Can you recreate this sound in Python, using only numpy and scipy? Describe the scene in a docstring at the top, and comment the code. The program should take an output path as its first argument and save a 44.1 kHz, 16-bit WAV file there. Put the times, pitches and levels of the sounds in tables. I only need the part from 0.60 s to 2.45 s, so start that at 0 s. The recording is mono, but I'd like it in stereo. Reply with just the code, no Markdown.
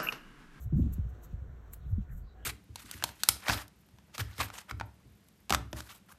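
"""A cat washing its paw outdoors

Tongue barbs flick through fur in short, thin, raspy licks, two of them ending in a wet tick.
Air and handling at the hand-held microphone give a low rumble and soft bumps.
Far traffic murmurs behind; near the end come faint distant calls and a soft, narrow-band rustle."""
import sys
import numpy as np
from scipy import signal
from scipy.fft import rfft, irfft, next_fast_len
from scipy.io import wavfile
from scipy.ndimage import uniform_filter1d, map_coordinates

SR = 44100
rng = np.random.default_rng(int(sys.argv[2]) if len(sys.argv) > 2 else 0)


def to_wav(s):
    """Save 16-bit WAV."""
    ch = np.atleast_2d(s).T  # columns
    pcm = np.round(np.clip(ch, -1, 1) * 32767)  # PCM
    wavfile.write(sys.argv[1], SR, pcm.astype(np.int16))


N = 81585
T = np.arange(N) / SR


def amp(db):
    """Amplitude ratio of a level in decibels."""
    return 10 ** (np.asarray(db) / 20)


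def unit(x):
    """Normalisation to rms 1."""
    return x / np.sqrt(np.mean(x ** 2) + 1e-20)


def along(points, hz):
    """Interpolation on a logarithmic frequency axis."""
    knots_hz, values = np.transpose(points)
    return np.interp(np.log(hz + 1), np.log(knots_hz + 1), values)


def level(points):
    """Amplitude envelope through (time [s], level [dB]) points."""
    return amp(np.interp(T, *np.transpose(points)))


def swell(start, rise, fall, hold=0):
    """Exponential growth until start, a hold, then decay; rise and fall are times for 20 dB."""
    return amp(-20 * np.maximum(np.maximum((start - T) / rise, (T - start - hold) / fall), 0))


def wobble(knots_per_s):
    """Smooth random modulation: a spline through Gaussian values."""
    return map_coordinates(rng.standard_normal(int(N * knots_per_s / SR) + 4), [T * knots_per_s])


def filtered(x, response):
    """Linear filtering: the spectrum times a complex frequency response."""
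    size = next_fast_len(N + SR // 2)
    return irfft(rfft(x, size) * response(np.fft.rfftfreq(size, 1 / SR)), size)[..., :N]


def coloured(x, spectrum):
    """Spectral shaping, at rms 1."""
    return unit(filtered(x, lambda hz: amp(along(spectrum, hz))))


def narrow_noise(hz, width):
    """Narrow-band noise at rms 1, heard as a fuzzy tone."""
    return unit(filtered(rng.standard_normal(N), lambda f: 1 / (1 + ((f - hz) / width) ** 2) ** 0.78))


def even_noise(spectrum):
    """Envelope flattening: noise divided by its smoothed magnitude loses its chance swells."""
    noise = coloured(rng.standard_normal(N), spectrum)
    power = np.abs(signal.hilbert(noise)) ** 2
    smoothed = uniform_filter1d(uniform_filter1d(power, size=900), size=900)
    return unit(noise / np.sqrt(np.abs(smoothed) + 1e-6))


# Rumble envelope (time [s], level [dB])
RUMBLE_ENVELOPE = [(0, -46.5), (.06, -38.5), (.10, -42), (.135, -31.5), (.21, -25.5), (.28, -33),
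                   (.365, -39), (.41, -35.5), (.46, -35), (.56, -50.5), (.70, -50.5), (.75, -37.5),
                   (.82, -45.5), (.9, -46), (1.05, -50.5), (1.22, -48), (1.27, -39), (1.33, -38),
                   (1.40, -32.5), (1.47, -52), (1.52, -40.5), (1.65, -43.5), (1.71, -56), (1.85, -48)]
# Rumble spectrum (frequency [Hz], level [dB])
RUMBLE_SPECTRUM = [(15, -18.5), (28, -18), (45, -1.5), (60, 4.5), (85, -5), (120, -14), (170, -18.5),
                   (250, -35.5), (400, -46), (700, -86), (2000, -120)]


def air_rumble():
    """Pressure fluctuations of air buffeting the microphone make low noise, alike in both channels."""
    return level(RUMBLE_ENVELOPE) * even_noise(RUMBLE_SPECTRUM)


# Murmur spectrum (frequency [Hz], level [dB])
TRAFFIC_SPECTRUM = [(60, -3), (130, -7), (250, 0), (320, -5), (400, -2.5), (600, -7), (720, -9.5),
                    (900, -11), (1450, -8), (1800, -11.5), (2600, -21), (3400, -22), (4500, -26),
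                    (5500, -26), (7000, -33), (10000, -31.5), (12500, -34), (15000, -39.5)]
# Left-right likeness (frequency [Hz], correlation [1])
TRAFFIC_CORRELATION = [(250, 1), (400, 1), (650, 0.54), (1300, -0.15), (2400, -0.56), (4000, -0.41),
                       (5000, -1.02), (7300, 0.96), (10000, -1.8), (12400, 1), (15000, -0.46)]
# Bands that swell independently (lower edge [Hz], upper edge [Hz])
TRAFFIC_BANDS = [(200, 600), (600, 1200), (1200, 2200), (2200, 3200), (3200, 4800)]
# Murmur envelope (time [s], level [dB])
TRAFFIC_ENVELOPE = [(0, -62.5), (.55, -59.5), (.9, -62), (1.1, -60.5), (1.35, -63), (1.5, -64),
                    (1.68, -65.5), (1.85, -60)]
# Faint whines (frequency [Hz], half-width [Hz], level [dB])
TRAFFIC_WHINES = [(723.7, 4.6, -77), (1453, 8.9, -83.5)]


def far_traffic():
    """Partial correlation between the channels makes the dull murmur of far traffic sound wide."""
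    def mid_side_gains(hz):
        angle = np.arccos(np.clip(along(TRAFFIC_CORRELATION, hz), -1, 1)) / 2
        return amp(along(TRAFFIC_SPECTRUM, hz)) * [np.cos(angle), np.sin(angle)]

    mid, side = filtered(rng.standard_normal((2, N)), mid_side_gains)
    murmur = unit(np.array([mid + side, mid - side]))
    swelling = np.zeros((2, N))
    for low, high in TRAFFIC_BANDS:
        band = filtered(murmur, lambda hz: (hz >= low) & (hz < high))
        swelling += band * (amp(db=1.3 * wobble(knots_per_s=18)) - 1)
    whine = sum(amp(db) * narrow_noise(hz, width) for hz, width, db in TRAFFIC_WHINES)
    return level(TRAFFIC_ENVELOPE) * (murmur + swelling) + whine


def rasp(spectrum, clicks_per_s=6000, click_share=.68):
    """Shot noise: tongue barbs flicking through fur add dense, tiny clicks to a hiss."""
    clicks = unit((rng.random(N) < clicks_per_s / SR) * rng.standard_normal(N))
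    hiss = rng.standard_normal(N)
    return coloured(np.sqrt(click_share) * clicks + np.sqrt(1 - click_share) * hiss, spectrum)


# Tongue strokes (time [s], hold [s], level [dB], rise [s], fall [s], low rasp re high rasp [dB])
LICKS = [(.010, 0.03, -58.5, .022, 0.03, -10), (0.169, 0.038, -68, 0.018, .06, -3.5),
         (0.33, .012, -56, 0.011, .014, -8), (0.494, 0.0084, -71, .02, 0.017, -4),
         (0.638, 0.012, -56.5, 0.019, 0.018, -5.5), (1.128, 0.0054, -62, .02, 0.009, -13),
         (1.3, 0.013, -71.5, 0.059, .06, -15.5), (1.521, 0.015, -67, 0.04, 0.026, -37),
         (1.571, .014, -64, 0.036, 0.047, -38.5)]
# Spectra of the high and low rasp (frequency [Hz], level [dB])
HIGH_RASP_SPECTRUM = [(2000, -36), (3500, -18), (5000, -8.5), (7500, -6), (10000, -9.5), (12400, 1.5),
                      (14500, -3.5), (15700, -4.5)]
LOW_RASP_SPECTRUM = [(1200, -15.5), (2300, -4.5), (4400, 3.5), (6500, 0.5), (9000, -10.5), (14000, -25)]


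def licks():
    """Friction of tongue on fur: each stroke is a burst of high and low rasp."""
    high, low = rasp(HIGH_RASP_SPECTRUM), rasp(LOW_RASP_SPECTRUM)
    return sum(amp(db) * swell(start, rise, fall, hold) * (high + amp(low_db) * low)
               for start, hold, db, rise, fall, low_db in LICKS)


# Bumps on the microphone body (time [s], peak level [dB], frequency [Hz], 20 dB fall [s])
BUMPS = [(0.057, -32, 110.7, 0.058), (0.131, -19.5, 143.7, 0.042), (0.194, -21, 97, 0.053),
         (0.1953, -18, 172.5, 0.0054), (0.382, -32.5, 199, 0.01), (.390, -20, 79, 0.017),
         (0.45, -31.5, 110, 0.033), (0.52, -41, 100, 0.045), (0.726, -43, 185, 0.012),
         (0.734, -33, 96.4, 0.015), (0.819, -33, 85, 0.012), (.895, -48.5, 127.5, 0.086),
         (1.257, -40.5, 144, 0.042), (1.308, -29, 93.2, 0.058), (1.326, -20.5, 84.7, 0.025),
         (1.38, -28, 203.5, 0.027), (1.394, -32, 111, 0.025), (1.502, -39.5, 123, 0.029)]


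def handling_bumps(attack_cycles=0.59, pitch_sag=0.046):
    """Damped oscillation: each bump on the microphone rings for a few soft cycles, sagging in pitch."""
    out = np.zeros(N)
    for start, db, hz, fall in BUMPS:
        age = np.maximum(T - start, 0)
        pitch = hz * (1 - pitch_sag * (1 - np.exp(-age / fall)))
        cycles = np.cumsum((age > 0) * pitch) / SR
        attack = 1 - np.exp(-(cycles / attack_cycles) ** 2)
        envelope = attack * amp(-20 * age / fall)
        out += amp(db) * envelope / envelope.max() * np.sin(2 * np.pi * cycles)
    return out


# Flutter envelope (time [s], level [dB])
FLUTTER_ENVELOPE = [(.11, -101), (.127, -33.5), (.155, -34.5), (.195, -24), (.225, -36), (.275, -34.5),
                    (.292, -58.5), (.32, -43.5), (.345, -87)]
# One short scuff (time [s], level [dB], rise [s], fall [s])
SCUFF = (.197, -54, .004, .016)
# Spectra of flutter and scuff (frequency [Hz], level [dB])
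FLUTTER_SPECTRUM = [(50, -20.5), (110, -11.5), (180, 3), (240, -8.5), (310, -14.5), (400, -34.5),
                    (600, -46.5), (1000, -80.5), (2500, -120)]
SCUFF_SPECTRUM = [(200, -12), (480, 23.5), (650, 8), (1000, -18), (2000, -36), (5000, -120)]


def strongest_buffet():
    """Amplitude-modulated noise: the strongest buffet of air adds a low flutter and a scuff."""
    time, db, rise, fall = SCUFF
    scuff = amp(db) * swell(time, rise, fall) * coloured(rng.standard_normal(N), SCUFF_SPECTRUM)
    return level(FLUTTER_ENVELOPE) * even_noise(FLUTTER_SPECTRUM) + scuff


# Rustles (time [s], level [dB], rise [s], fall [s])
RUSTLES = [(.226, -59, .004, 0.011), (0.251, -66, 0.12, 0.18), (.36, -68.5, 0.093, 0.071),
           (.54, -74, .01, 0.046), (.719, -68, 0.35, 0.073), (1.08, -71.5, 0.039, .09),
           (1.235, -78, 0.1, 0.29), (1.43, -70, .11, 0.053)]
# Rustle spectrum (frequency [Hz], level [dB])
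RUSTLE_SPECTRUM = [(700, -46), (1500, -20.5), (2500, 6), (4200, 6.5), (5500, -1), (7000, -5.5), (9000, -15),
                   (14000, -11.5)]


def fur_rustles():
    """Friction noise of brushed fur comes in soft swells."""
    envelope = sum(amp(db) * swell(time, rise, fall) for time, db, rise, fall in RUSTLES)
    return envelope * rasp(RUSTLE_SPECTRUM)


# Wet ticks (time [s], crackle level [dB], snap level [dB], ring level [dB])
TICKS = [(0.3379, -55, -52, -45), (1.136, -41.5, -33.5, -51), (1.1404, -51, -46.5, -54.5)]
# Spectra of crackle and snap (frequency [Hz], level [dB])
CRACKLE_SPECTRUM = [(800, -19), (1700, -8), (3000, -10.5), (4600, -1.5), (6000, -10), (7800, -2),
                    (10200, -3), (12400, -0.5), (15600, -1.5)]
SNAP_SPECTRUM = [(700, -12), (1500, -3), (3000, -4), (4600, -1), (6000, -8), (8000, -3), (10200, -1),
                 (12400, 2), (15600, 1)]


def wet_ticks():
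    """A broadband transient as the wet tongue lets go: a sharp snap amid crackle and a thin ring."""
    crackle = rasp(CRACKLE_SPECTRUM)
    snap = coloured(rng.standard_normal(N), SNAP_SPECTRUM)
    ring = narrow_noise(hz=12840, width=1800)
    out = np.zeros(N)
    for time, crackle_db, snap_db, ring_db in TICKS:
        out += swell(time, rise=.007, fall=.008) * (amp(crackle_db) * crackle + amp(ring_db) * ring)
        out += swell(time, rise=.0004, fall=.0004) * amp(snap_db) * snap
    return out


# Faint distant calls and, at 1.513 s, a soft, narrow-band rustle
# (centre time [s], 1/e half-length [s], frequency [Hz], waver [Hz], level [dB], left lead [rad])
CALLS_AND_RUSTLE = [(1.242, 0.048, 3770, 350, -74.5, 2), (1.513, 0.037, 1616, 300, -66.5, 1.3),
                    (1.676, 0.01, 1090, 29, -71.5, .5), (1.682, 0.054, 4450, 350, -77, 2),
                    (1.703, 0.035, 3960, 124, -74.5, 1.3), (1.775, 0.032, 752, 11.3, -66, 0.54),
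                    (1.81, 0.047, 1650, 49, -69.5, 1.2), (1.803, 0.012, 2830, 140, -69, 2.6),
                    (1.84, 0.019, 3000, 164, -68, 1.8)]


def calls_and_rustle(wavers_per_s=700, flicker_db=2.5):
    """Random frequency modulation: a small waver leaves a note, a wide one a rough call or a rustle."""
    out = np.zeros((2, N))
    for centre, half_length, hz, waver, db, lead in CALLS_AND_RUSTLE:
        phase = 2 * np.pi * np.cumsum(hz + waver * wobble(wavers_per_s)) / SR
        gain = amp(db + flicker_db * wobble(wavers_per_s))
        envelope = np.exp(-((T - centre) / half_length) ** 2)
        out += np.sqrt(2) * gain * envelope * np.sin(phase + np.array([[.5], [-.5]]) * lead)
    return out


# Lead of the left microphone port over the right (frequency [Hz], phase [rad])
PORT_LEAD = [(0, 0), (1000, .5), (2100, 2.1), (3000, 2.45), (4100, 2.45), (5000, 3.14), (6500, 4.9),
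             (7600, 6.28), (10000, 9.42), (12400, 12.57), (15000, 15.7), (16000, 16.9)]


def from_cat(x):
    """Phase difference: sound from the cat reaches the left port first."""
    half_each_way = np.array([[.5j], [-.5j]])
    return filtered(x, lambda hz: np.exp(half_each_way * np.interp(hz, *np.transpose(PORT_LEAD))))


def yard_echo(x, t60_s=0.15):
    """Reverberation: reflections from the walls around form a short, exponentially decaying tail."""
    age = np.arange(SR // 2) / SR
    tail = rng.standard_normal((2, len(age))) * amp(-60 * age / t60_s)
    return signal.fftconvolve(x, tail / np.linalg.norm(tail[0]), axes=1)[:, :N]


def scene():
    """Superposition of the cat, its reverberation, noise at the microphone and the background."""
    cat = from_cat(licks() + fur_rustles() + wet_ticks())
    reverberation = amp(db=-13.5) * yard_echo(cat)
    microphone_noise = air_rumble() + handling_bumps() + strongest_buffet()
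    return cat + reverberation + microphone_noise + far_traffic() + calls_and_rustle()


def record(dry):
    """Band limiting: an ideal low-pass filter removes the highest treble."""
    return filtered(dry, lambda hz: hz < 15800)


dry = scene()
out = record(dry)
to_wav(out)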